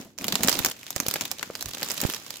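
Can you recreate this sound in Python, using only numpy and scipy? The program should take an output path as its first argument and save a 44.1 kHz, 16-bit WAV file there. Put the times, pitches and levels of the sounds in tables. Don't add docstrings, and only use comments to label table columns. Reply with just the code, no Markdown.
import sys
import numpy as np
from scipy import signal
from scipy.fft import rfft, irfft
from scipy.io import wavfile
from scipy.ndimage import uniform_filter1d

SR = 44100
rng = np.random.default_rng(int(sys.argv[2]) if len(sys.argv) > 2 else 0)


def materialize(psi):
    bounded = np.clip(np.atleast_2d(psi).T, -1, 1)
    quanta = np.round(bounded * 32767).astype(np.int16)
    wavfile.write(sys.argv[1], SR, quanta)


N = 105840

BODY_HZ, MIDDLE_HZ, TREBLE_HZ, SIZZLE_HZ, TOP_HZ = 175, 896, 2630, 7950, 16400
RISE_S, EVENT_SAMPLES = 0.00019, 1800


def undb(db):
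    return 10 ** (np.asarray(db) / 20)


def unit(x):
    return x / np.sqrt(np.mean(x ** 2))


def pan(db):
    return unit(undb(np.array([[db], [-db]]) / 2))


def band(x, lo_hz, hi_hz, order=3):
    edges_hz = [lo_hz, min(hi_hz, SR / 2 - 10)]
    return signal.sosfilt(signal.butter(order, edges_hz, "band", fs=SR, output="sos"), x)


def colour(x, points):
    hz, db = np.array(points).T
    bin_hz = np.arange(N + 1) * SR / N / 2
    gain = undb(np.interp(np.log(bin_hz + 1), np.log(hz), db))
    return irfft(rfft(x, 2 * N) * gain)[..., :N]


def stereo(n, side=1):
    a, b = rng.standard_normal((2, n))
    return np.array([a + side * b, a - side * b])


def wander(steps_per_s):
    hold = int(SR / steps_per_s)
    steps = np.repeat(rng.standard_normal(N // hold + 1), hold)
    return unit(uniform_filter1d(steps, hold)[:N])


def add(out, start_s, x):
    i = int(np.clip(start_s * SR, 0, N - 1))
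    out[:, i:i + x.shape[1]] += x[:, :N - i]


def room_rumble():
    return undb(-57.5) * unit(band(stereo(N, side=0.23), 82, 328, order=2))


def room_echo(x, t):
    age = t[:SR // 2]
    # (low edge [Hz], high edge [Hz], time to fade by 60 dB [s])
    ranges = [(BODY_HZ, SIZZLE_HZ, 0.21), (SIZZLE_HZ, TOP_HZ, 0.11)]
    tail = sum(band(stereo(len(age)), lo, hi) * 1000 ** (-age / fade_s) for lo, hi, fade_s in ranges)
    tail = unit(tail * (age > 0.005)) / np.sqrt(len(age))
    return undb(-16) * signal.fftconvolve(x, tail, axes=1)[:, :N]


def air_puffs(t):
    # (time [s], level [dB], left minus right [dB])
    puffs = [(0.6029, -17.5, 26), (0.9633, -18.5, -42), (1.0825, -17, -29), (2.0508, -5, -35)]
    out = np.zeros((2, N))
    age = t[:EVENT_SAMPLES]
    phase = 2 * np.pi * 90 * age
    swing = (1 - np.exp(-age / RISE_S)) * np.exp(-age / 0.0023) * (np.sin(phase) - np.cos(phase))
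    for start, db, pan_db in puffs:
        add(out, start, undb(db) * pan(pan_db) * swing)
    gust_at_s, gust_width_s = 1.675, 0.018
    gust = unit(band(rng.standard_normal(N), 36.5, 146, order=2))
    swell = np.exp(-0.5 * ((t - gust_at_s) / gust_width_s) ** 2)
    return out + undb(-40.5) * gust * swell


def finger_rubbing(level_db):
    # (frequency [Hz], gain [dB])
    rub_tone = [(30, -21), (110, -7.5), (270, 0), (420, -12.5), (620, -8.5), (3000, -35)]
    drag = stereo(N, side=0.23) * undb(4.5 * wander(steps_per_s=120))
    return undb(level_db) * unit(colour(drag, rub_tone))


def crease(hz, body_db, sizzle_db, pan_db):
    t = np.arange(EVENT_SAMPLES) / SR
    crack_s, flutter_s, thud_s, ring_s = 0.00032, 0.0044, 0.00063, 0.0063
    rise = 1 - np.exp(-t / RISE_S)
    crack = rise * (np.exp(-t / crack_s) + undb(-13.5 + body_db / 2) * np.exp(-t / flutter_s))
    shudder = rise * (np.exp(-t / thud_s) + undb(-2.5) * np.exp(-t / ring_s))

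    def burst(envelope, lo_hz, hi_hz, side, order):
        x = band(envelope * stereo(len(t), side), lo_hz, hi_hz, order)
        return x / np.sqrt(np.sum(x ** 2, axis=1, keepdims=True) * 1000 / SR)

    body = undb(body_db + 1) * burst(shudder, BODY_HZ, MIDDLE_HZ, side=0.27, order=2)
    middle = undb(body_db + 3) * burst(crack, MIDDLE_HZ, TREBLE_HZ, side=0.61, order=2)
    treble = undb(-3.5) * burst(crack, TREBLE_HZ, SIZZLE_HZ, side=0.91, order=4)
    sizzle = undb(sizzle_db) * burst(crack, SIZZLE_HZ, TOP_HZ, side=0.93, order=4)
    patch = burst(crack, hz / 2 ** 0.2, hz * 2 ** 0.2, side=0.84, order=1)
    return body + middle + pan(pan_db) * (treble + sizzle + patch)


def crinkles(level_db):
    ticks_per_s, spread_db = 380, 6.5
    patch_hz, spread_octaves, pan_db = 4450, 0.69, -2
    ticks = []
    for bright, heavy, left in rng.standard_normal((32, 3)):
        hz = min(patch_hz * 2 ** (spread_octaves * bright), SR / 4)
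        ticks.append(crease(hz, -9 + 4 * heavy, -2.5 + 2 * bright, pan_db + 3 * left))
    hiss = unit(pan(pan_db) * band(stereo(N), 1050, 6300, order=1))
    usual_db = np.median(level_db)
    density = undb(np.maximum(level_db, usual_db))
    share_so_far = np.cumsum(density) / np.sum(density)
    out = np.zeros((2, N))
    for when, size, kind in rng.random((int(ticks_per_s * N / SR), 3)):
        start = np.searchsorted(share_so_far, when) / SR
        tick_db = -spread_db * np.log(size + 0.035)
        add(out, start, undb(tick_db) * ticks[int(kind * len(ticks))])
    crackle = unit(out / np.sqrt(density))
    slack_db = np.minimum(level_db - usual_db, 0) / 2
    return undb(level_db) * (undb(4 + slack_db) * crackle + undb(-3.5) * hiss)


def wall_pops():
    # (time [s], level [dB], pitch [Hz])
    pops = [(0.3356, -22, 195), (0.4051, -21, 218), (.447, -17.5, 236), (1.0012, -20, 264),
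            (1.0631, -20, 520), (1.5012, -20.5, 520), (2.032, -19, 273), (2.09, -24, 335)]
    fade_cycles, flip_pitch_ratio = 1.05, 2.2
    out = np.zeros((2, N))
    for start, db, hz in pops:
        cycles = hz * np.arange(EVENT_SAMPLES) / SR
        flip_cycles = flip_pitch_ratio * cycles
        ring = np.sin(2 * np.pi * cycles) * np.exp(-cycles / fade_cycles)
        flip = undb(-6) * np.sin(2 * np.pi * flip_cycles) * np.exp(-flip_cycles)
        add(out, start, -undb(db) * pan(rng.standard_normal()) * (ring + flip))
    return band(out, BODY_HZ / 2, SIZZLE_HZ, order=2)


def snaps():
    # (time [s], level [dB], sizzle relative to that level [dB],
    # left minus right for the high parts [dB], pitch of the foil patch [Hz])
    creases = [(0.1859, -24.5, -4, -6, 5700), (0.243, -19.5, 1.5, -0.5, 2960),
               (0.2818, -14.5, -2.5, -3.5, 3970), (0.3237, -15, -3, -4, 3560),
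               (0.3546, -12.5, -3.5, -6.5, 4670), (0.4337, -12, 3, -4.5, 7100), (0.447, -20, -8, -14, 7100),
               (0.4746, -17, 0.5, -4, 7500), (0.484, -8, -8, -9, 3730), (0.4864, -17.5, 4.5, -7, 3030),
               (0.4944, -14, 5.5, -3.5, 5200), (0.516, -16.5, -8, -21, 5530), (0.528, -16, -4, -15, 4930),
               (0.5538, -19, -19, -18, 3780), (0.571, -25.5, -13, -6, 4440), (0.5901, -15.5, 3, -11, 3460),
               (0.648, -12.5, 2.5, 2, 5800), (0.6601, -14, 0.5, -1.5, 5700), (0.7132, -23, -29, 2, 3250),
               (0.9053, -23, 3, 6, 6400), (0.9619, -16, -3, -11, 6460), (1.0013, -15, 0, -8, 5840),
               (1.065, -22.5, 3, -4, 5200), (1.084, -17, 5, -1.5, 6030), (1.111, -19.5, -0.5, -7, 4130),
               (1.1396, -19, 4.5, -1, 4900), (1.2099, -15.5, -5, 3, 6050), (1.254, -21, -3.5, 0, 3560),
               (1.3146, -19.5, 3, -9.5, 5400), (1.3945, -25, -19, 0, 4360), (1.4285, -18, -6.5, 3, 1840),
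               (1.5526, -22.5, -4.5, -5, 4030), (1.6095, -23, -1, -5, 4200), (1.6254, -24, 3.5, -2, 5700),
               (1.6585, -25, 2.5, -11, 3980), (1.691, -30, -1, 0, 5000), (1.7353, -25, -7, -1, 4500),
               (1.83, -17, -1, -3.5, 4140), (1.901, -21, -3, -5, 5340), (1.907, -19.5, -15, -7, 4960),
               (1.9158, -22.5, 4.5, -5, 6360), (2.0032, -20.5, -1, -8, 4170), (2.0151, -18.5, 3.5, 0, 7000),
               (2.099, -21, 1.5, -9, 2940), (2.137, -21.5, -15, -2, 6360), (2.146, -22, -3, -13, 5430),
               (2.3053, -24, -0.5, -6, 5020)]
    usual_db = np.median(np.array(creases)[:, 1])
    out = np.zeros((2, N))
    for start, db, sizzle_db, pan_db, hz in creases:
        body_db = -9.5 + 0.34 * (db - usual_db)
        add(out, start, undb(db - 3) * crease(hz, body_db, sizzle_db, pan_db))
        for lag, size in rng.standard_normal((2, 2)):
            neighbour = undb(db - 16 + 2 * size) * crease(hz, body_db, sizzle_db, pan_db)
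            add(out, start + 0.003 * (lag + 0.5), neighbour)
    return out


def scene():
    # (time [s], crinkling level [dB], rubbing level [dB])
    effort = [(0, -47, -40.5), (0.179, -70, -74), (.195, -47, -40.5), (.36, -42.5, -37.5),
              (0.519, -36, -39.5), (0.569, -41, -38), (0.678, -37, -39.5), (.745, -52.5, -55.5),
              (.89, -46, -69), (.98, -49, -54), (1.18, -41.5, -47), (1.37, -48, -53), (1.542, -49, -54.5),
              (1.8, -44.5, -50), (2.08, -38.5, -48.5), (2.24, -47, -62), (2.4, -48, -62)]
    # (frequency [Hz], gain [dB])
    mic_tone = [(200, 0), (4000, 0.5), (7300, 3), (8700, -4), (13000, 2), (15400, 2), (16300, -16)]
    t = np.arange(N) / SR
    times, crinkle_db, rub_db = np.array(effort).T
    foil = colour(snaps() + crinkles(np.interp(t, times, crinkle_db)), mic_tone)
    bag = foil + wall_pops() + finger_rubbing(np.interp(t, times, rub_db))
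    return bag + room_echo(bag, t) + air_puffs(t) + room_rumble()


def record(dry):
    treble_cut = signal.ellip(8, 0.2, 70, TOP_HZ, fs=SR, output="sos")
    return signal.sosfilt(treble_cut, np.clip(dry, -1, 1))


dry = scene()
out = record(dry)
materialize(out)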